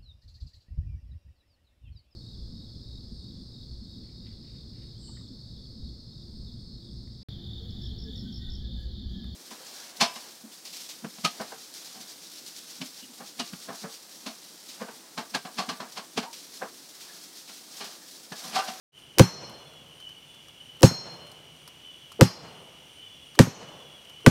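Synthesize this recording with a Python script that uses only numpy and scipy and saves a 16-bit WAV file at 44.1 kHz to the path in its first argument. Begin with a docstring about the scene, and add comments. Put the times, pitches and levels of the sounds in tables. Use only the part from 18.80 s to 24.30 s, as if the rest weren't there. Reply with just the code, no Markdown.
"""A machete strikes the tall, flat root of a big rainforest tree five times.
The root booms like a plank, the bark cracks, the steel blade rings on as it swings back,
and the forest returns a long echo. Crickets and other insects sing, dry leaves tick, the air hums.
A limiter flattens each blow, and the volume dips briefly after it."""
import sys
import numpy as np
from scipy import signal
from scipy.fft import rfft, irfft
from scipy.io import wavfile
from scipy.ndimage import uniform_filter1d, minimum_filter1d

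SR = 44100
rng = np.random.default_rng(int(sys.argv[2]) if len(sys.argv) > 2 else 0)


def wav_record(signal):
    """Record a signal, one row per channel, as 16-bit PCM in the file named by sys.argv[1]."""
    frames = np.transpose(np.atleast_2d(signal))
    bounded = np.clip(frames, -1, 1)
    # unit amplitude maps onto the largest positive 16-bit level
    quanta = np.round(bounded * 32767).astype(np.int16)
    wavfile.write(sys.argv[1], SR, quanta)


N = 242550
TIME = np.arange(N) / SR


# The blows: start_s, boom_db, root_spot (0 to 1), crack_db, brightness_db_per_octave, ring_db,
# blade_point (share of its length), looseness (a loose grip rings longer), swell_db
BLOWS = [(0.3954, -0.5, 0.05, 1, 1, -32.5, 0.32, 1.09, -27.5),
         (2.0314, 0, 0.1, -0.5, 2.5, -25.5, .445, 0.83, -35),
         (3.4105, -2, 0.2, 0.5, 0.5, -31, 0.24, 0.69, -27.5),
         (4.5906, -0.5, 0.76, 4.5, -0.5, -30.5, 0.066, 0.89, -43.5),
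         (5.463, 0, 0.86, 5, -1.5, -33, .06, 1, -42.5)]
# Soft second thuds of the root: start_s, level_db
REBOUNDS = [(2.105, -28), (4.665, -25.5)]

def machete_blows(rebound_spot=0.6):
    """Each blow sounds the root, the bark, the blade and the forest."""
    out = np.zeros(N)
    for start_s, db, spot, crack_db, brightness, ring_db, point, looseness, swell_db in BLOWS:
        swell = low_swell()
        add(out, start_s - len(swell) / SR, amp(swell_db) * swell)
        add(out, start_s, amp(db + 1) * root_boom(spot))
        add(out, start_s, amp(db) * root_thump())
        add(out, start_s, amp(crack_db) * bark_crack(brightness))
        add(out, start_s, amp(ring_db) * blade_ring(point, looseness))
        add(out, start_s, amp(ring_db) * blade_clang())
        add(out, start_s, amp(db) * forest_echo())
    for start_s, db in REBOUNDS:
        add(out, start_s, amp(db) * root_boom(rebound_spot))
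    return out


# The tones of the bending root: pitch_hz, level_at_spot_0_db, level_at_spot_1_db, decay_s
# (a decay is the time a sound takes to fall by 60 dB)
ROOT_TONES = [(113, 0, -2, 0.1), (151.1, -1, -0.5, 0.091), (180.6, -8, -8.5, 0.15),
              (221.6, -6.5, -1, 0.085), (256, -9, -1, 0.097), (330, -6.5, -9, 0.069),
              (348.6, -45.5, -18.5, 0.031), (379.6, -11.5, -15, 0.1), (437, -8.5, -5, 0.047),
              (509.6, 4, 0, 0.039), (538.6, 2, -1.5, 0.042), (638.5, -16, -14, 0.075),
              (821, -22, -29, 0.14), (897, -27, -40, 0.18), (960, -12.5, -11, 0.033),
              (1164, -18.5, -16.5, .055), (1364, -29, -14, 0.0091), (1530, -24, -16, 0.066),
              (1877, -33, -20, 0.038), (2556, -42.5, -7, 0.015), (2616, -16.5, -28.5, 0.041),
              (3040, -74.5, -17.5, 0.058)]

def root_boom(spot, lag_s=0.00554, corner_hz=260):
    """The root bends and rings; its low waves travel slowly and so arrive last."""
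    t = TIME[:SR // 2]
    ring = np.zeros(len(t))
    for k, (hz, db0, db1, decay_s) in enumerate(ROOT_TONES):
        level = amp(db0 + spot * (db1 - db0) - 60 * t / decay_s)
        ring += (-1) ** k * level * np.sin(2 * np.pi * hz * t)  # every other tone is flipped
    hz = np.fft.rfftfreq(SR, 1 / SR)
    delay_lows = np.exp(-2j * np.pi * lag_s * corner_hz * np.arctan(hz / corner_hz))
    return irfft(rfft(ring, SR) * delay_lows, SR)[:len(t)]


def root_thump(db=-14, hz=72, decay_s=0.1, rise_s=0.0067):
    """The whole root heaves slowly under the blow."""
    t = TIME[:SR // 3]
    rise = 1 - np.exp(-(t / rise_s) ** 2)
    return amp(db - 60 * t / decay_s) * rise * np.sin(2 * np.pi * hz * t)


# The tone colour of cracking bark: pitch_hz, level_db
CRACK_COLOUR = [(200, -34), (700, -5.5), (1500, 8), (3300, -1), (5500, -4.5), (8500, -6), (12000, -12),
                (15500, -32)]

def bark_crack(brightness, click_hz=5700, click_s=0.0023, snap_s=0.0045, crush_s=0.042):
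    """The edge clicks on contact, snaps the bark and briefly crushes it."""
    t = TIME[:SR // 8]
    colour = [(hz, db + brightness * np.log2(hz)) for hz, db in CRACK_COLOUR]
    click = amp(1 + 2 * brightness - 60 * t / click_s) * np.sin(2 * np.pi * click_hz * t)
    snap = amp(-5 - 60 * t / snap_s)
    crush = amp(-16 - 60 * t / crush_s)
    return click + noise(colour, len(t)) * (snap + crush)


# The blade's overtones, from the seventh up: pitch_hz, level_db, decay_s
BLADE_TONES = [(4200, 0, .8), (4828, -4, .72), (5412, -3, .66), (5955, -2, .62), (6498, -5, .54),
               (7036, -16, .45), (7562, -18, .38)]

def blade_ring(point, looseness, shimmer=0.42, shimmer_hz=50, rise_s=0.0036):
    """The steel rings as it leaves the wood; tones that barely move the struck point stay quiet."""
    t = TIME[:SR]
    pitch_bend = 0.006 * t / 0.14 * np.exp(1 - t / 0.14)  # from the backswing
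    clock = np.cumsum(1 + pitch_bend) / SR
    out = np.zeros(SR)
    for n, (hz, db, decay_s) in enumerate(BLADE_TONES, 7):
        strength = np.sqrt(np.cos(np.pi * n * point) ** 2 + 0.018)
        level = strength * amp(db - 60 * t / (decay_s * looseness))
        reflections = shimmer * (drift(shimmer_hz, SR) + 1j * drift(shimmer_hz, SR))
        out += level * ((1 + reflections) * np.exp(2j * np.pi * hz * clock)).imag
    return out * (1 - np.exp(-t / rise_s))


# The blade's crowded, short-lived tones: pitch_hz, level_db
CLANG_COLOUR = [(1500, -22.5), (3500, -5), (4800, -1.5), (6300, -4.5), (8000, -8.5), (12000, -17.5),
                (15500, -22)]
# How long they last: pitch_hz, decay_s
CLANG_DECAY = [(4000, 0.12), (7000, 0.15), (14000, 0.15)]

def blade_clang(db=10, rise_s=0.012):
    """The steel rattles briefly while the blade bites."""
    t = TIME[:SR // 3]
    rise = 1 - np.exp(-(t / rise_s) ** 2)
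    return amp(db) * rise * dying_noise(CLANG_COLOUR, CLANG_DECAY, len(t))


# Clicks ahead of the blows: start_s, level_db, decay_s
EARLY_CLICKS = [(.3846, -8, 0.0065), (.3865, -20.5, 0.07), (.3925, -18, 0.014), (2.0085, -43, .012),
                (2.021, -30, 0.007), (2.0295, -30, 0.01)]
# Their tone colour: pitch_hz, level_db
CLICK_COLOUR = [(200, -25.5), (800, 1.5), (2500, 2), (5500, 6), (9000, 1.5), (15500, -4.5)]

def early_clicks():
    """Faint clicks and scratches come just before the first two blows."""
    return scratches(EARLY_CLICKS, CLICK_COLOUR)


def low_swell(band_hz=(290, 510), length_s=0.022):
    """A faint, low rush swells just before each blow."""
    size = round(length_s * SR)
    band = signal.butter(2, band_hz, "bandpass", fs=SR, output="sos")
    rush = unit(signal.sosfilt(band, rng.standard_normal(SR // 4))[-size:])
    return rush * np.linspace(0, 1, size) * signal.windows.tukey(size, 0.15)


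# The tone colours of the near and far echoes: pitch_hz, level_db
NEAR_COLOUR = [(100, -10), (400, -1.5), (1000, 10), (2000, 7), (3400, 3.5), (5500, -20.5), (7500, -7.5),
               (10000, -10), (12000, -6.5), (15500, -32.5)]
FAR_COLOUR = [(50, -14), (140, 11.5), (280, 1), (500, 3.5), (1000, -1), (1800, -6), (3500, -1.5),
              (7000, -4), (15000, -35)]
# How long they last: pitch_hz, decay_s
NEAR_DECAY = [(200, 0.28), (1000, 0.3), (5000, 0.19), (14000, 0.32)]
FAR_DECAY = [(140, 0.99), (500, 1.64), (1200, 1.48), (3500, 0.66), (10000, 0.59)]

def forest_echo(near_db=-25, near_delay_s=0.0038, far_db=-37.5, far_rise_s=0.014, trunk_s=0.2395):
    """Ground and leaves scatter the blow at once; far trunks keep returning it, one of them louder."""
    t = TIME[:2 * SR]
    near_level = amp(near_db) / (1 + np.exp((near_delay_s - t) / 0.0028))
    near = near_level * dying_noise(NEAR_COLOUR, NEAR_DECAY, len(t))
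    trunk_db = 5 * np.exp(-((t - trunk_s) / 0.019) ** 2)
    far_level = amp(far_db + trunk_db) * (1 - np.exp(-t / far_rise_s))
    return near + far_level * dying_noise(FAR_COLOUR, FAR_DECAY, len(t))


# The nearest cricket's calls: peak_s, level_db
CRICKET_CALLS = [(.17, -50), (0.661, -57), (1.272, -41.5), (1.85, -44), (2.48, -49.5), (3.07, -44),
                 (3.68, -68), (4.208, -43.5), (4.799, -47.5), (5.29, -46)]
# The crickets' voice: pitch_hz, width_hz, level_db
CRICKET_VOICE = [(2975, 49, -5), (3065, 15, -9.5)]

def crickets(rise_s=0.056, decay_s=1, chorus_db=-55):
    """One cricket's calls swell and die away among the trees, over a steady chorus of its kind."""
    power = amp(chorus_db) ** 2
    for peak_s, db in CRICKET_CALLS:
        swell = np.exp(-(np.minimum(TIME - peak_s, 0) / rise_s) ** 2)
        fade = amp(db - 60 * np.maximum(TIME - peak_s, 0) / decay_s)
        power += (swell * fade) ** 2
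    return np.sqrt(power) * sum(amp(db) * buzz(hz, width) for hz, width, db in CRICKET_VOICE)


# The voices of distant insects: pitch_hz, width_hz, level_db
DRONE_VOICES = [(2860, 168, -60), (3096, 560, -59), (3397, 130, -67), (5830, 540, -68), (8810, 940, -70.5),
                (2350, 690, -65.5)]

def insect_drone(start_db=-2, growth_db_per_s=0.5):
    """Distant insects blend into a drone that slowly grows louder."""
    voices = sum(amp(db) * buzz(hz, width) for hz, width, db in DRONE_VOICES)
    return amp(start_db + growth_db_per_s * TIME) * voices


# One insect's whistles: start_s, level_db
WHISTLES = [(.74, -56), (1.46, -54.5), (3.0, -55.5), (4.2, -53), (4.9, -52.5)]

def insect_whistles(hz=3475, fall_hz=170, length_s=0.35):
    """An insect whistles a falling note, blurred by its many paths through the trees."""
    out = np.zeros(N)
    progress = np.linspace(0, 1, round(length_s * SR))
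    tone = np.exp(2j * np.pi * np.cumsum(hz - fall_hz * progress) / SR)
    swell = np.sqrt(abs(np.sin(np.pi * progress)) / 2)
    for start_s, db in WHISTLES:
        blur = (drift(35.4, SR) + 1j * drift(35, SR))[:len(tone)]
        add(out, start_s, amp(db) * swell * (tone * blur).imag)
    return out


def insect_chirps(db=-68, hz=9120, first_s=0.2, every_s=0.329, length_s=0.2, uneven_db=2):
    """Another insect repeats a short, high chirp."""
    pulses = np.zeros(N)
    swell = np.hanning(round(length_s * SR))
    for peak_s in np.arange(first_s, N / SR, every_s):
        add(pulses, peak_s - length_s / 2, amp(uneven_db * rng.standard_normal()) * swell)
    return amp(db) * pulses * buzz(hz, width_hz=496)


# The loudest ticks of leaves and twigs: start_s, level_db
LEAF_TICKS = [(0.696, -43.5), (1.202, -49), (1.2923, -48.5), (1.684, -49), (2.4686, -51), (2.516, -47),
              (2.8769, -40), (3.3186, -43.5), (4.5526, -42.5), (5.295, -48)]
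# Their tone colour: pitch_hz, level_db
LEAF_COLOUR = [(200, -40.5), (1200, 13.5), (2200, -7.5), (4500, 5.5), (8000, -2.5), (12000, -1.5),
               (15500, -13)]

def leaf_ticks(decay_s=0.04, faint_per_s=4.2, faint_db=(-58, -52)):
    """Dry leaves give a few clear ticks, and fainter ones at random."""
    count = round(faint_per_s * N / SR)
    faint = [(rng.uniform(0, N / SR), rng.uniform(*faint_db)) for _ in range(count)]
    return scratches([(start_s, db, decay_s) for start_s, db in LEAF_TICKS + faint], LEAF_COLOUR)


# The tone colour of the forest air: pitch_hz, level_db
AIR_COLOUR = [(25, -14), (70, 4.5), (150, 4.5), (250, 3), (500, 0.5), (1000, -3.5), (1800, -7), (4300, -7),
              (7500, -13), (12000, -15.5), (15500, -21.5)]

def forest_air(db=-57, hum_hz=148, hum_db=-67, throb_db=3):
    """A soft, steady hush, with a low hum that comes and goes."""
    hush = amp(db) * noise(AIR_COLOUR)
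    return hush + amp(hum_db + throb_db * drift(2.7)) * buzz(hum_hz, width_hz=25)


def scratches(bursts, colour):
    """Short, dry bursts of noise."""
    out, t = np.zeros(N), TIME[:SR // 10]
    for start_s, db, decay_s in bursts:
        add(out, start_s, amp(db - 60 * t / decay_s) * noise(colour, len(t)))
    return out


def noise(colour, size=N):
    """Noise with the given tone colour."""
    hz = np.fft.rfftfreq(size, 1 / SR)
    return unit(irfft(rfft(rng.standard_normal(size)) * amp(look_up(colour, hz)), size))


def dying_noise(colour, decays, size):
    """Noise in which each pitch dies away at its own speed."""
    hz, t, bands = signal.stft(noise(colour, size), SR, nperseg=256)
    fade = amp(-60 * t / look_up(decays, hz)[:, None])
    return signal.istft(bands * fade, SR, nperseg=256)[1][:size]


def buzz(pitch_hz, width_hz):
    """A fuzzy tone, like many small singers around one pitch."""
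    distance = (np.fft.rfftfreq(N, 1 / SR) - pitch_hz) / (width_hz / 2)
    return unit(irfft(rfft(rng.standard_normal(N)) / (1 + distance ** 2), N))


def drift(rate_hz, size=N):
    """A slow, random wobble."""
    hz = np.fft.rfftfreq(size, 1 / SR)
    return unit(irfft(rfft(rng.standard_normal(size)) * np.exp(-(hz / rate_hz) ** 2), size))


def amp(db):
    """Turn decibels into a multiplier."""
    return 10 ** (np.asarray(db) / 20)


def unit(x):
    """Scale a sound to an average (rms) level of 1."""
    return x / np.sqrt(np.mean(x ** 2) + 1e-20)


def look_up(table, hz):
    """Read a table between its listed pitches."""
    pitches, values = np.transpose(table)
    return np.interp(np.log(hz + 1), np.log(pitches + 1), values)


def add(mix, start_s, sound):
    """Mix a sound in at the given time."""
    part = mix[max(round(start_s * SR), 0):][:len(sound)]
    part += sound[:len(part)]


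def scene():
    """The blows over the life of the forest."""
    chops = amp(7) * (machete_blows() + early_clicks())
    insects = crickets() + insect_drone() + insect_whistles() + insect_chirps()
    return (chops + insects + forest_air() + leaf_ticks())[None]


def volume_dip(x, threshold_db=-14, depth_db=7, hold_s=0.11, recovery_db_per_s=45):
    """A loud sound turns the volume down at once; it holds, then comes back."""
    over_db = np.clip(20 * np.log10(abs(x).max(0) + 1e-9) - threshold_db, 0, depth_db)
    recovery_db = recovery_db_per_s * TIME
    dip_db = np.maximum.accumulate(over_db + recovery_db) - recovery_db
    hold = round(hold_s * SR)
    return x * amp(minimum_filter1d(-dip_db, size=hold, origin=(hold - 1) // 2))


def record(dry, start_s=0.12, fade_s=0.062, ceiling=0.97, top_hz=15900):
    """Fade in, dip after loud sounds, flatten the peaks and cut the highest treble."""
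    x = volume_dip(dry * np.clip((TIME - start_s) / fade_s, 0, 1))
    safe_gain = ceiling / np.maximum(abs(x), ceiling)
    limited = x * uniform_filter1d(minimum_filter1d(safe_gain, size=40), size=40)
    treble_cut = signal.firwin(301, top_hz, window=("kaiser", 9), fs=SR)
    return signal.oaconvolve(limited, treble_cut[None], "same")


dry = scene()
out = record(dry)
wav_record(out)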